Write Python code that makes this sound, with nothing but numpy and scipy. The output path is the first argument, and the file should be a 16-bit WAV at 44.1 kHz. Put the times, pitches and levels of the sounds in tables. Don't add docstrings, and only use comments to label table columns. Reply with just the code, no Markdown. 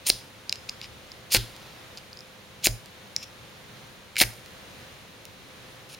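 import sys
import numpy as np
from scipy import signal
from scipy.fft import rfft, irfft
from scipy.io import wavfile

SR = 44100
rng = np.random.default_rng(int(sys.argv[2]) if len(sys.argv) > 2 else 0)


def digitize_waveform(pressure):
    field = np.atleast_2d(pressure).T
    bounded = np.clip(field, -1, 1)
    quanta = np.round(bounded * 32767).astype(np.int16)
    wavfile.write(sys.argv[1], SR, quanta)


N = 264159
FREQ_HZ = np.maximum(np.fft.rfftfreq(N, 1 / SR), 1)
SIDES = np.array([[1], [-1]])

# start_s, end_s (edge leaves the rod), rasp_db, swell_db, squeal_hz, thud_db
STROKES = [(0.065, 0.1013, -22.5, 4.5, 8900, -38), (1.317, 1.348, -21, 8, 4770, -20.5),
           (2.642, 2.6702, -20, 2, 6850, -23.5), (4.182, 4.2154, -22.5, -1, 2270, -27)]
# length_s, level_db, swell_db, tilt_db_per_octave
FLARE_EVENTS = [(0.0081, -24.5, -8, 1), (0.03, -20.5, -9.5, -0.1), (0.022, -30, -10, -1.1),
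                (0.027, -19, -24.5, 0.3)]
# freq_hz, density_db_per_hz
FLARE_SPECTRUM = [(30, -30), (200, -4.5), (400, 0), (680, 1), (1100, -10), (1750, 1.5), (4000, 0),
                  (5800, -2), (10000, -2), (16000, -8)]
# freq_hz, density_db_per_hz
RUB_SPECTRUM = [(100, -39), (1500, -29), (2500, -0.5), (5200, -4), (7000, -5.5), (10000, -14), (16000, -16)]


def undb(db):
    return 10 ** (np.asarray(db) / 20)


def unit(x):
    return x / np.sqrt(np.mean(x ** 2))


def colour(x, points, tilt_db=0):
    octave = np.log2(np.maximum(np.fft.rfftfreq(x.shape[-1], 1 / SR), 10))
    hz, db = np.transpose(points)
    gain_db = np.interp(octave, np.log2(hz), db) + tilt_db * (octave - 10)
    return irfft(rfft(x) * undb(gain_db), x.shape[-1])


def add(out, start_s, x):
    i = int(start_s * SR)
    out[:, i:i + x.shape[-1]] += x[..., :N - i]


def walk(rate_hz):
    lowpass = np.exp(-(FREQ_HZ / rate_hz) ** 2)
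    return unit(irfft(rfft(rng.standard_normal(N)) * lowpass, N))


def hump(hz, centre_hz, octaves):
    return np.exp(-.5 * (np.log2(np.maximum(hz, 1) / centre_hz) / octaves) ** 2)


def modes(table, t):
    return sum(undb(db - 60 * t / t60_s) * np.sin(2 * np.pi * hz * t) for hz, t60_s, db in table)


def grainy_noise(shape, grain_db, most):
    boost = np.minimum(rng.exponential(size=shape[-1]), most)
    return rng.standard_normal(shape) * undb(grain_db * boost)


def fan(waver_db=-0.92, drift_rad=0.88):
    # freq_hz, density_db_per_hz
    air_spectrum = [(15, -45), (25, -13), (60, -8), (110, -0.5), (280, -8.5), (520, -8), (750, -11.5),
                    (1500, -12.5), (4100, -15), (4800, -20), (7900, -23.5), (9200, -25.5), (11000, -28.5),
                    (15500, -31)]
    # freq_hz, side_minus_mid_db
    air_width = [(60, -5), (110, -8.5), (200, -8), (380, -5.5), (700, -4), (1290, -3.5), (2380, -1.5),
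                 (4400, -3.5), (8120, -4), (15000, 2.5)]
    # freq_hz, level_db
    hum_lines = [(116, -68.5), (199, -67), (517, -63)]
    air_db = -49.5
    mid, side = (unit(colour(rng.standard_normal(N), air_spectrum)) for _ in range(2))
    air = mid + SIDES * colour(side, air_width)
    t = np.arange(N) / SR
    hum = sum(undb(db) * unit(np.sin(2 * np.pi * hz * t + drift_rad * walk(6.9))) for hz, db in hum_lines)
    return air * undb(air_db + waver_db * walk(1.9)) + hum


def steel(hz, direct=0.27):
    # freq_hz, t60_s, level_db
    steel_modes = [(2270, 0.0084, -1), (2705, 0.0063, -3), (4110, 0.0057, -2.5), (4985, 0.0052, 0),
                   (7155, 0.0039, -5.5), (10230, 0.018, -11), (14300, 0.0023, -24)]
    resonances = 0
    for mode_hz, t60_s, db in steel_modes:
        decay_s = t60_s / np.log(1000)
        resonances = resonances + undb(db) / (1 + 1j * (hz - mode_hz) * 2 * np.pi * decay_s)
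    return direct + resonances


def fractures(spectrum, grain_db, tilt_db, squeal, squeal_hz, ring=0.21, size=4096):
    # freq_hz, side_minus_mid_db
    close_width = [(100, -17), (1000, -21), (3000, -38), (5000, -20), (8000, -13.5), (13000, -5)]
    hz = np.fft.rfftfreq(size, 1 / SR)
    body = np.abs(steel(hz)) ** ring * (1 + squeal * hump(hz, squeal_hz, 0.089))
    grains = grainy_noise((2, size), grain_db, most=4)
    mid, side = (unit(colour(irfft(rfft(g) * body), spectrum, tilt_db)) for g in grains)
    return mid + SIDES * colour(side, close_width)


def pressure(t, length_s, swell_db, edge_s, bite_s):
    contact = (1 + np.tanh(t / bite_s)) * (1 + np.tanh((length_s - t) / edge_s)) / 4
    return contact * undb(swell_db * (np.clip(t / length_s, 0, 1) - .5))


def scrapes(grain_db=6.5, squeal=0.99, edge_s=0.00091, bite_s=0.00062, skid_hz=4300, size=4096):
    # freq_hz, density_db_per_hz
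    rasp_spectrum = [(100, -20), (1000, -14), (1600, -15.5), (2300, -2), (4300, 0.5), (5800, -1.5),
                     (7000, 0), (10000, -0.5), (13000, -6.5), (16000, -7)]
    slow_tilt_db, fast_tilt_db = 0, 5.5
    skid_db, skid_s = -9.5, 0.0067
    out, t = np.zeros((2, N)), np.arange(size) / SR - .02
    for start_s, end_s, db, swell_db, squeal_hz, _ in STROKES:
        length_s = end_s - start_s
        speed = np.clip(t / length_s, 0, 1)
        slow = fractures(rasp_spectrum, grain_db, slow_tilt_db, squeal, squeal_hz)
        fast = fractures(rasp_spectrum, grain_db, fast_tilt_db, squeal, squeal_hz)
        rasp = np.sqrt(1 - speed) * slow + np.sqrt(speed) * fast
        rasp = rasp * pressure(t, length_s, swell_db, edge_s, bite_s)
        skid = fractures(RUB_SPECTRUM, grain_db, 0, squeal, skid_hz)
        skid = skid * undb(skid_db) * np.exp(-np.abs(t) / skid_s)
        add(out, start_s + t[0], (rasp + skid) * undb(db))
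    return out


def room(x, wet_db=-16.5, t60_s=0.32, build_s=0.0006, side_db=-4):
    # freq_hz, density_db_per_hz
    wall_spectrum = [(60, 10.5), (400, 4.5), (1200, 6.5), (2500, 0.5), (4200, -3), (5500, 5), (7000, 1.5),
                     (10000, 4), (16000, -1)]
    t = np.arange(SR // 2) / SR
    envelope = undb(-60 * t / t60_s) * (1 - np.exp(-t / build_s))
    mid, side = colour(rng.standard_normal((2, len(t))), wall_spectrum) * envelope
    response = (mid + SIDES * side * undb(side_db)) / np.sqrt(np.sum(mid ** 2))
    mono = x.mean(axis=0)[None]
    return undb(wet_db) * signal.fftconvolve(mono, response, axes=1)[:, :N]


def grind(rows, spectrum, grain_db, squeal, edge_s, bite_s, size=4096):
    out, t = np.zeros((2, N)), np.arange(size) / SR - .02
    for start_s, length_s, db, swell_db, tilt_db, squeal_hz in rows:
        burst = fractures(spectrum, grain_db, tilt_db, squeal, squeal_hz)
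        burst = burst * pressure(t, length_s, swell_db, edge_s, bite_s)
        add(out, start_s + t[0], burst * undb(db))
    return out


def flares():
    lead_s, strongest_hz = .003, 4300
    rows = [(end_s - lead_s, *flare, strongest_hz)
            for (_, end_s, *_), flare in zip(STROKES, FLARE_EVENTS)]
    return grind(rows, FLARE_SPECTRUM, grain_db=2.0, squeal=0.96, edge_s=0.0041, bite_s=0.0043)


def knocks(rows, skirt_db, lag_s, echo=0.2, size=2048):
    out, hz = np.zeros((2, N)), np.fft.rfftfreq(size, 1 / SR)
    travel = np.exp(-4j * np.pi * lag_s * np.sqrt(hz * 1000))
    skirt = undb(skirt_db) * hump(hz, 5200, 1.2)
    for peak_s, db, centre_hz, octaves, *_ in rows:
        rebound = 1 + echo * np.exp(-6j * np.pi * hz / centre_hz)
        click = irfft(steel(hz) * (hump(hz, centre_hz, octaves) + skirt) * travel * rebound)
        magnitude = np.abs(click)
        add(out, peak_s - magnitude.argmax() / SR, click * undb(db) / magnitude.max())
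    return out


def recoil(rows, ring_t60_s=0.31, ring_octaves=0.35):
    # freq_hz, t60_s, level_db
    sway_modes = [(396, 0.024, -7), (610, 0.011, -1)]
    out, t = np.zeros((2, N)), np.arange(SR // 2) / SR
    hz = np.fft.rfftfreq(len(t), 1 / SR)
    for start_s, _, centre_hz, _, recoil_db, ring_db in rows:
        noise = rng.standard_normal(len(t))
        ring = unit(irfft(rfft(noise) * hump(hz, centre_hz, ring_octaves)))
        ring = ring * undb(ring_db - 60 * t / ring_t60_s)
        add(out, start_s, modes(sway_modes, t) * undb(recoil_db) + ring)
    return out


def snaps():
    # peak_db, centre_hz, spread_octaves, recoil_db, ring_db
    snap_events = [(1.5, 4400, 0.25, -20, -34.5), (-3, 3690, 1.22, -14, -29), (-3.5, 6600, 1.5, -14.5, -58),
                   (-4.5, 2800, 0.71, -14.5, -50)]
    rows = [(end_s, *snap) for (_, end_s, *_), snap in zip(STROKES, snap_events)]
    return knocks(rows, skirt_db=-3, lag_s=.003) + recoil(rows)


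def sparks(fizz_db=-23, t60_s=0.75, grain_db=6, tilt_db=-.8):
    out, t = np.zeros((2, N)), np.arange(SR // 2) / SR
    for (_, end_s, *_), (_, flare_db, *_) in zip(STROKES, FLARE_EVENTS):
        pops = grainy_noise((len(t),), grain_db, most=5)
        fizz = unit(colour(pops, FLARE_SPECTRUM, tilt_db))
        add(out, end_s, fizz * undb(flare_db + fizz_db - 60 * t / t60_s))
    return out


def thuds(rattle=1.0, rattle_s=0.017, clutter_db=-19, clutter_t60_s=0.24):
    # freq_hz, t60_s, level_db
    desk_modes = [(48, 0.16, -3.5), (113.6, 0.2, 4.5), (386, 0.21, 1), (590, .14, -22)]
    # freq_hz, density_db_per_hz
    clutter_spectrum = [(20, -20), (45, 3), (70, 0), (110, -8), (170, -4), (350, -6), (600, -17),
                        (1200, -26), (4000, -50)]
    lag_s, push_s = .018, 0.0055
    out, t = np.zeros((2, N)), np.arange(SR // 2) / SR
    rise = np.minimum(t / push_s, 1)
    for _, end_s, *_, db in STROKES:
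        roughness = rattle * np.exp(-t / rattle_s) * rng.standard_normal(len(t))
        push = np.sin(np.pi * rise) + roughness
        thud = signal.fftconvolve(push, modes(desk_modes, t))[:len(t)]
        clutter = unit(colour(rng.standard_normal(len(t)), clutter_spectrum))
        clutter = clutter * undb(clutter_db - 60 * t / clutter_t60_s) * rise
        add(out, end_s + lag_s, (thud / np.abs(thud).max() + clutter) * undb(db))
    return out


def ticks():
    # peak_s, peak_db, centre_hz, spread_octaves
    tick_events = [(.4955, -13.5, 4820, 0.33), (.5263, -9.5, 4000, .71), (.5576, -27, 4670, 0.51),
                   (.6952, -16.5, 4820, 0.41), (.8154, -22, 3560, 0.39), (.8444, -30, 2900, 0.7),
                   (1.1187, -29, 4980, .27), (1.368, -7, 4500, 1.4), (1.565, -32, 4550, 1.5),
                   (1.9743, -26, 4620, 0.48), (2.1308, -29.5, 4700, 0.21), (2.1728, -32, 4890, 0.29),
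                   (2.1908, -32, 5270, 0.19), (2.207, -33, 5240, .23), (2.6579, -9, 2600, 0.49),
                   (2.860, -33, 4530, 1.8), (3.1642, -8.5, 5600, 0.22), (4.1575, -26, 2400, .5),
                   (4.1677, -13, 2280, 0.57), (4.1747, -22, 2240, 0.34), (4.2022, -4.5, 3120, 0.42),
                   (4.237, -15, 2200, 0.71), (4.461, -34, 4530, 1.8), (5.2538, -29.5, 9350, 2.2),
                   (5.9475, -31, 4000, .62)]
    return knocks(tick_events, skirt_db=-11.5, lag_s=.003, echo=.5)


def rubs():
    # start_s, length_s, level_db, swell_db, tilt_db_per_octave, squeal_hz
    rub_events = [(.690, 0.0042, -28.5, 1, -4.5, 5070), (.824, 0.037, -44.5, -3.5, -5, 5140),
                  (1.975, 0.013, -44, -7, 0, 4860), (3.209, .018, -47, 3, -4, 5300),
                  (3.227, .016, -38, -3, -1, 5440), (5.89, .062, -48.5, 4.5, 1, 10000)]
    return grind(rub_events, RUB_SPECTRUM, grain_db=4.0, squeal=2.2, edge_s=0.0021, bite_s=0.0011)


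def rustle(event, spectrum, grain_db):
    start_s, length_s, db = event
    grains = grainy_noise((N,), grain_db, most=6)
    progress = np.clip((np.arange(N) / SR - start_s) / length_s, 0, 1)
    return unit(colour(grains, spectrum)) * np.sin(np.pi * progress) * undb(db)


def forearm_shift():
    # start_s, length_s, level_db
    shift_event = (0.826, 0.18, -51.5)
    # freq_hz, density_db_per_hz
    arm_spectrum = [(20, -28), (50, -11), (78, 5), (120, -14), (400, -42), (4000, -70)]
    return rustle(shift_event, arm_spectrum, grain_db=1)


def bag_brush():
    # start_s, length_s, level_db
    brush_event = (1.32, 0.57, -51)
    # freq_hz, density_db_per_hz
    bag_spectrum = [(100, -1), (800, -1.5), (1500, -4), (4500, -3), (7000, -15.5), (16000, -22)]
    return rustle(brush_event, bag_spectrum, grain_db=4)


def microphone_pair(heard):
    # freq_hz, left_minus_right_db
    left_lead = [(100, -0.5), (8000, 0.16), (10000, 0), (13000, 1), (16000, 1)]
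    left, right = ([(hz, sign * db / 2) for hz, db in left_lead] for sign in (1, -1))
    return np.array([colour(heard[0], left), colour(heard[1], right)])


def scene():
    chatter = undb(1.1 * walk(270))
    grinding = (scrapes() + flares() + rubs()) * chatter
    handling = forearm_shift() + bag_brush()
    close = grinding + snaps() + sparks() + thuds() + ticks() + handling
    return microphone_pair(close + room(close) + fan())


def record(dry, notch_hz=7850, notch_width_hz=700, low_hz=25, top_hz=16000):
    lean = signal.sosfilt(signal.butter(2, low_hz, "high", fs=SR, output="sos"), dry)
    notched = signal.lfilter(*signal.iirnotch(notch_hz, notch_hz / notch_width_hz, fs=SR), lean)
    clipped = np.clip(notched, -1, 1)
    return signal.sosfilt(signal.ellip(10, .2, 70, top_hz, fs=SR, output="sos"), clipped)


dry = scene()
out = record(dry)
digitize_waveform(out)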